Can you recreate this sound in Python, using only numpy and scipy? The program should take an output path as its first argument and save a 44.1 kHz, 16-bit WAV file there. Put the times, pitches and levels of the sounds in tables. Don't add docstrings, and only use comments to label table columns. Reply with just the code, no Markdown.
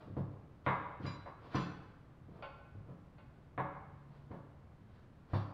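import sys
import numpy as np
from scipy import signal
from scipy.fft import rfft, irfft
from scipy.io import wavfile
from scipy.ndimage import uniform_filter1d

SR = 44100
rng = np.random.default_rng(int(sys.argv[2]) if len(sys.argv) > 2 else 0)


def wav_record(signal):
    frames = np.transpose(np.atleast_2d(signal))
    bounded = np.clip(frames, -1, 1)
    quanta = np.round(bounded * 32767).astype(np.int16)
    wavfile.write(sys.argv[1], SR, quanta)


N = 243873
TIME = np.arange(N) / SR
SECOND = TIME[:SR]

# start_s, clatter_db, contact_cutoff_hz, grit_db, touches (count),
# rebound_db (change per touch), wheel_ring_db, place struck (0-2)
KNOCK_EVENTS = [(0.167, -14.5, 833, -38.5, 2, -0.5, -22, 1), (0.664, -3, 2700, -35.5, 4, -1.5, 0, 0),
                (1.054, -19.5, 1300, -33, 1, 3, -14, 0), (1.260, -19, 1440, -45, 2, 2, -14.5, 1),
                (1.545, -13, 1580, -25.5, 2, 2.5, 1.5, 2), (3.578, -6.5, 1580, -43, 2, 1, 1, 1),
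                (4.313, -23.5, 1300, -42, 2, -10, -20, 1), (5.335, -5, 920, -25.5, 2, -4, -18.5, 1)]
# frequency_hz, relative_level_db (per Hz)
CRACK_SPECTRUM = [(150, -19), (280, -6.5), (380, -2), (540, 1), (700, -2), (1050, 6), (1500, -3.5),
                  (2150, -3), (2900, -14.5), (3850, -12.5), (5000, -56.5), (7000, -48.5), (15000, -53)]
# frequency_hz, relative_level_db (per Hz)
GRIT_SPECTRUM = [(900, -8), (1400, 10.5), (2000, 0), (2800, -2), (3600, -3), (4600, -7), (5500, -16),
                 (6500, -25), (9000, -34.5), (15000, -53.5)]


def from_db(db):
    return 10 ** (np.asarray(db) / 20)


def unit(x):
    return x / np.sqrt(np.sum(x ** 2) + 1e-20)


def at_hz(points, hz):
    f, value = np.transpose(points)
    return np.interp(np.log(np.maximum(hz, 1)), np.log(f), value)


def add(out, s, sound):
    i = int(np.clip(round(s * SR), 0, N - 1))
    out[i:i + len(sound)] += sound[:N - i]


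def through(x, response):
    return signal.fftconvolve(x, response)[:N]


def pulse(spectrum, size=8192):
    gain = from_db(at_hz(spectrum, np.fft.rfftfreq(size, 1 / SR)))
    cepstrum = irfft(np.log(gain))
    cepstrum[1:size // 2] *= 2
    cepstrum[size // 2 + 1:] = 0
    return unit(irfft(np.exp(rfft(cepstrum))))


def fade(t60):
    return np.exp(-np.log(1000) * SECOND / max(t60, 1e-3))


def ring(modes):
    out = np.zeros(SR)
    for hz, db, t60 in modes:
        tone = unit(np.sin(2 * np.pi * hz * SECOND) * fade(t60))
        out += from_db(db) * rng.choice([-1, 1]) * tone
    return out


def slips(per_s, spread_db):
    sizes = from_db(spread_db * np.minimum(rng.exponential(1, N), 4)) * rng.choice([-1, 1], N)
    clicks = sizes * (rng.random(N) < per_s / SR)
    return unit(clicks) * np.sqrt(N)


def knocks(hiss_db, slip_t60):
    first_gap_s, gap_stretch = .014, 1.4
    dulling = 0.72
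    clatter, hiss = np.zeros(N), np.zeros(N)
    crack, grit = pulse(CRACK_SPECTRUM), pulse(GRIT_SPECTRUM)
    for s, db, contact_hz, grit_db, touches, rebound_db, _, _ in KNOCK_EVENTS:
        for k in range(touches):
            force = from_db(rebound_db * k)
            contact = signal.butter(2, contact_hz * dulling ** k, fs=SR, output="sos")
            add(clatter, s, force * from_db(db) * signal.sosfilt(contact, crack))

            dying_slips = slips(per_s=2500, spread_db=4)[:SR] * fade(slip_t60)
            grating = unit(through(dying_slips, grit))
            add(clatter, s, force * dulling ** k * from_db(grit_db) * grating)

            short_noise = unit(rng.standard_normal(SR) * (fade(.25) - fade(.04)))
            add(hiss, s, force * from_db(db + hiss_db) * short_noise)
            s += first_gap_s * gap_stretch ** k
    return clatter, hiss


def steel(blows, modes, waver, first_swell, size=36):
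    # frequency_hz, t60_s
    steel_t60 = [(300, .8), (1100, .85), (2400, .8), (5000, .68), (6000, .7), (7000, .52), (9400, .25)]
    out = np.zeros(N)
    for s, db, place in blows:
        for hz, *place_db in modes:
            drift = rng.standard_normal(size) + 1j * rng.standard_normal(size)
            echoes = np.interp(SECOND * (size - 1), np.arange(size), drift)
            carrier = np.exp(2j * np.pi * (hz * SECOND + rng.random()))
            tone = np.real((1 + waver * echoes) * carrier)
            decay = fade(at_hz(steel_t60, hz)) + first_swell * fade(.3)
            onset = 1 - fade(.008)
            add(out, s, from_db(db + place_db[place]) * unit(tone * decay * onset))
    return out


def wheel_ring():
    # frequency_hz, then level_db when struck at place 0, 1, 2
    wheel_modes = [(306, -18, -21, -15), (457, -17, -34, -17), (559, -23, -13, -33), (579, -13, -21, -24),
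                   (703, -19, -20, -41), (750, -33, -15, -23), (775, -24, -18, -31), (885, -34, -16, -40),
                   (942, -13, -33, -28), (962, -16, -18, -30), (976, -6, -33, -23), (1007, -25, -21, -16),
                   (1022, -14, -19, -17), (1052, -24, -36, -16), (1071, -16, -38, -21),
                   (1100, -24, -14, -36), (1125, -10, -24, -33), (1150, -9, -27, -36),
                   (1178, -13, -26, -23), (1305, -25, -41, -20), (1394, -15, -34, -36),
                   (1444, -18, -23, -38), (1497, -39, -45, -22), (1602, -19, -32, -49),
                   (1641, -15, -28, -46), (1678, -35, -20, -31), (1773, -20, -27, -25),
                   (2054, -16, -40, -32), (2130, -18, -28, -36), (2213, -23, -30, -40)]
    blows = [(s, ring_db, place) for s, *_, ring_db, place in KNOCK_EVENTS]
    return steel(blows, wheel_modes, waver=0.86, first_swell=0.99)


def rim_snaps():
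    # start_s, level_db, place on the edge (0-2)
    snap_events = [(1.063, 0, 0), (1.552, 2, 1), (5.34, 0.5, 2)]
    # frequency_hz, then level_db when struck at place 0, 1, 2
    rim_modes = [(2375, -27, -29, -44), (2595, -50, -29, -46), (2666, -60, -29, -50), (2734, -39, -42, -39),
                 (2875, -50, -30, -48), (3114, -52, -32, -50), (3359, -66, -32, -48), (3439, -46, -32, -39),
                 (3616, -41, -41, -35), (3958, -25, -35, -44), (4077, -41, -39, -50), (4239, -67, -32, -44),
                 (4410, -70, -35, -40), (4674, -46, -39, -40), (4719, -59, -34, -46),
                 (4886, -25.5, -34, -56), (5176, -58, -36, -60), (5530, -44, -50, -47),
                 (5715, -42, -43, -52), (5893, -60, -35, -65), (5938, -70, -38, -65), (7012, -40, -42, -62),
                 (7606, -70, -52, -65), (9400, -56, -58, -70)]
    return steel(snap_events, rim_modes, waver=.9, first_swell=1.8)


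def tire():
    # start_s, slap_db, boom_db, push_hz
    thuds = [(0.073, -18, -23, 156), (0.101, -20.5, -15, 102), (0.168, -6, -24, 135),
             (0.189, -13, -4, 122.4), (0.667, -7.5, -6, 133), (1.0, -14, -23, 110),
             (1.042, -10, -6.5, 121.5), (1.547, -3.5, -5.5, 142), (1.583, -13, -2.5, 191),
             (2.284, -23, -24, 108), (2.749, -23, -14.5, 99), (2.886, -21.5, -18, 150),
             (3.584, -14.5, -8, 143.5), (4.307, -16, -32, 183), (5.333, -8, 2.5, 106)]
    # frequency_hz, t60_s
    carcass = [(102, .45), (135, .5), (176, .42)]
    # frequency_hz, relative_level_db (per Hz)
    rubber = [(30, -32.5), (60, -4), (90, 0.5), (125, 1), (185, 4), (240, -1), (310, 0), (380, -10),
              (490, -7), (900, -26), (3000, -67.5)]
    fall_db_per_octave = 25
    slap, boom, push = np.zeros(N), np.zeros(N), pulse(rubber)
    for s, slap_db, boom_db, push_hz in thuds:
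        add(slap, s, from_db(slap_db) * push)
        for hz, t60 in carcass:
            db = boom_db - fall_db_per_octave * abs(np.log2(hz / push_hz))
            envelope = fade(t60) - fade(0.016)
            add(boom, s, from_db(db) * unit(np.sin(2 * np.pi * hz * SECOND) * envelope))
    return slap, boom


def iron_rings(crack_db, contact_hz):
    # start_s, level_db
    ring_events = [(1.056, -22), (1.274, -35), (2.4243, -14), (2.438, -23.5), (3.183, -28.5)]
    # frequency_hz, level_db, t60_s
    iron = [(570, 3, .06), (857, 1, .05), (1057, 2, .05), (1368, -2, .12), (1497, -3, .17), (2200, -8, .05),
            (2540, -8, .04), (2780, -10, .04), (3165, -17, .03), (3450, -16, .03), (4490, -15, .012)]
    out = np.zeros(N)
    for s, db in ring_events:
        add(out, s, from_db(db) * unit(ring(iron)))
        add(out, s, from_db(db + crack_db) * pulse(CRACK_SPECTRUM))
    blunt = signal.butter(4, contact_hz, fs=SR, output="sos")
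    return signal.sosfilt(blunt, out + 1e-18)


def stroke(start, length):
    swell_power, release_s = 2.13, 0.044
    progress = np.clip((TIME - start) / max(length, 1e-3), 0, 1)
    release = np.exp(-np.maximum(TIME - start - length, 0) / release_s)
    return progress ** swell_power * release


def sliding():
    # start_s, length_s, steel_scrape_db, rubber_rub_db
    slides = [(0, 0.003, -64.5, -55), (0.627, 0.034, -57.5, -58), (0.975, .075, -54, -60),
              (1.333, 0.12, -64, -55.5), (1.473, 0.084, -47, -44.5), (2.214, 0.15, -72, -57.5),
              (2.798, 0.1, -82, -58), (4.028, 0.12, -72.5, -67), (4.256, 0.086, -83, -52.5),
              (4.8, .16, -73, -73), (5.251, 0.1, -57.5, -48)]
    # frequency_hz, relative_level_db (per Hz)
    rub = [(100, -12.5), (270, 4), (550, 4), (750, -2.5), (1100, -0.5), (1700, -17.5), (3000, -30.5),
           (6000, -46)]
    on_steel, on_rubber = from_db(-82), from_db(-72.5)
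    for start, length, steel_db, rubber_db in slides:
        pressure = stroke(start, length)
        on_steel = np.hypot(on_steel, from_db(steel_db) * pressure)
        on_rubber = np.hypot(on_rubber, from_db(rubber_db) * pressure)
    scrape = through(slips(per_s=3000, spread_db=2), pulse(GRIT_SPECTRUM))
    rubbing = through(slips(per_s=800, spread_db=2.5), pulse(rub))
    return on_steel * scrape + on_rubber * rubbing


def even(x, size=41):
    spectrum = rfft(x, 2 * SR)
    broad_power = uniform_filter1d(np.abs(spectrum) ** 2, 2 * size)
    return unit(irfft(spectrum / np.sqrt(broad_power + 1e-9))[:SR])


def bay(direct_db, late_db, early_t60, gap_s):
    # frequency_hz, t60_s
    bay_t60 = [(100, 0.9), (400, 1), (1100, 1.17), (2200, 1), (4500, 0.72), (8000, 0.99), (15000, 0.44)]
    edges = np.geomspace(40, 17000, 14)
    white, tail = rng.standard_normal((2, SR)), np.zeros(SR)
    for k, (low, high) in enumerate(zip(edges, edges[1:])):
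        band_filter = signal.butter(2, [low, high], "band", fs=SR, output="sos")
        band = signal.sosfilt(band_filter, white[k % 2])
        tail += band * fade(at_hz(bay_t60, np.sqrt(low * high)))
    build_up = 1 - np.exp(-(SECOND / gap_s) ** 2)
    early = unit(slips(per_s=2000, spread_db=1.5)[:SR] * fade(early_t60) * build_up)
    early[0] += from_db(direct_db)
    late = from_db(late_db) * unit(tail * build_up)
    return even(even(early) + late)


def background():
    # frequency_hz, relative_level_db (per Hz)
    rumble_spectrum = [(20, -10.5), (45, -6), (75, -0.5), (130, -0.5), (220, -8.5), (400, -19),
                       (1200, -26.5), (2000, -32.5), (4000, -46.5), (6000, -49.5), (9000, -53.5),
                       (15000, -59.5)]
    # time_s, level_db
    hum_level = [(0, -76), (3.55, -65), (3.75, -59), (4.5, -59), (4.7, -78), (5.53, -73)]
    rumble_db, hum_hz, waver_hz = -58.5, 142.5, 1.5
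    gain = from_db(at_hz(rumble_spectrum, np.fft.rfftfreq(N, 1 / SR)))
    rumble = unit(irfft(rfft(rng.standard_normal(N)) * gain, N)) * np.sqrt(N)

    waver = np.interp(TIME, np.linspace(0, TIME[-1], 30), rng.standard_normal(30))
    hum = np.sqrt(2) * np.sin(2 * np.pi * np.cumsum(hum_hz + waver_hz * waver) / SR)
    hum_db = np.interp(TIME, *np.transpose(hum_level))
    return from_db(rumble_db) * rumble + from_db(hum_db) * hum


def scene():
    room = bay(direct_db=-6.5, late_db=-4, early_t60=0.16, gap_s=0.0016)
    clatter, hiss = knocks(hiss_db=-45.5, slip_t60=0.068)
    slap, boom = tire()
    short = clatter + iron_rings(crack_db=-8.5, contact_hz=4670) + sliding() + slap
    echoing = through(from_db(0.5) * short + from_db(-21.5) * boom, room)
    return (echoing + wheel_ring() + rim_snaps() + hiss + boom + background())[None]


def record(dry):
    cutoff_hz, ripple_db, stop_db = 15700, .1, 80
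    top_cut = signal.ellip(10, ripple_db, stop_db, cutoff_hz, fs=SR, output="sos")
    return signal.sosfilt(top_cut, dry)


dry = scene()
out = record(dry)
wav_record(out)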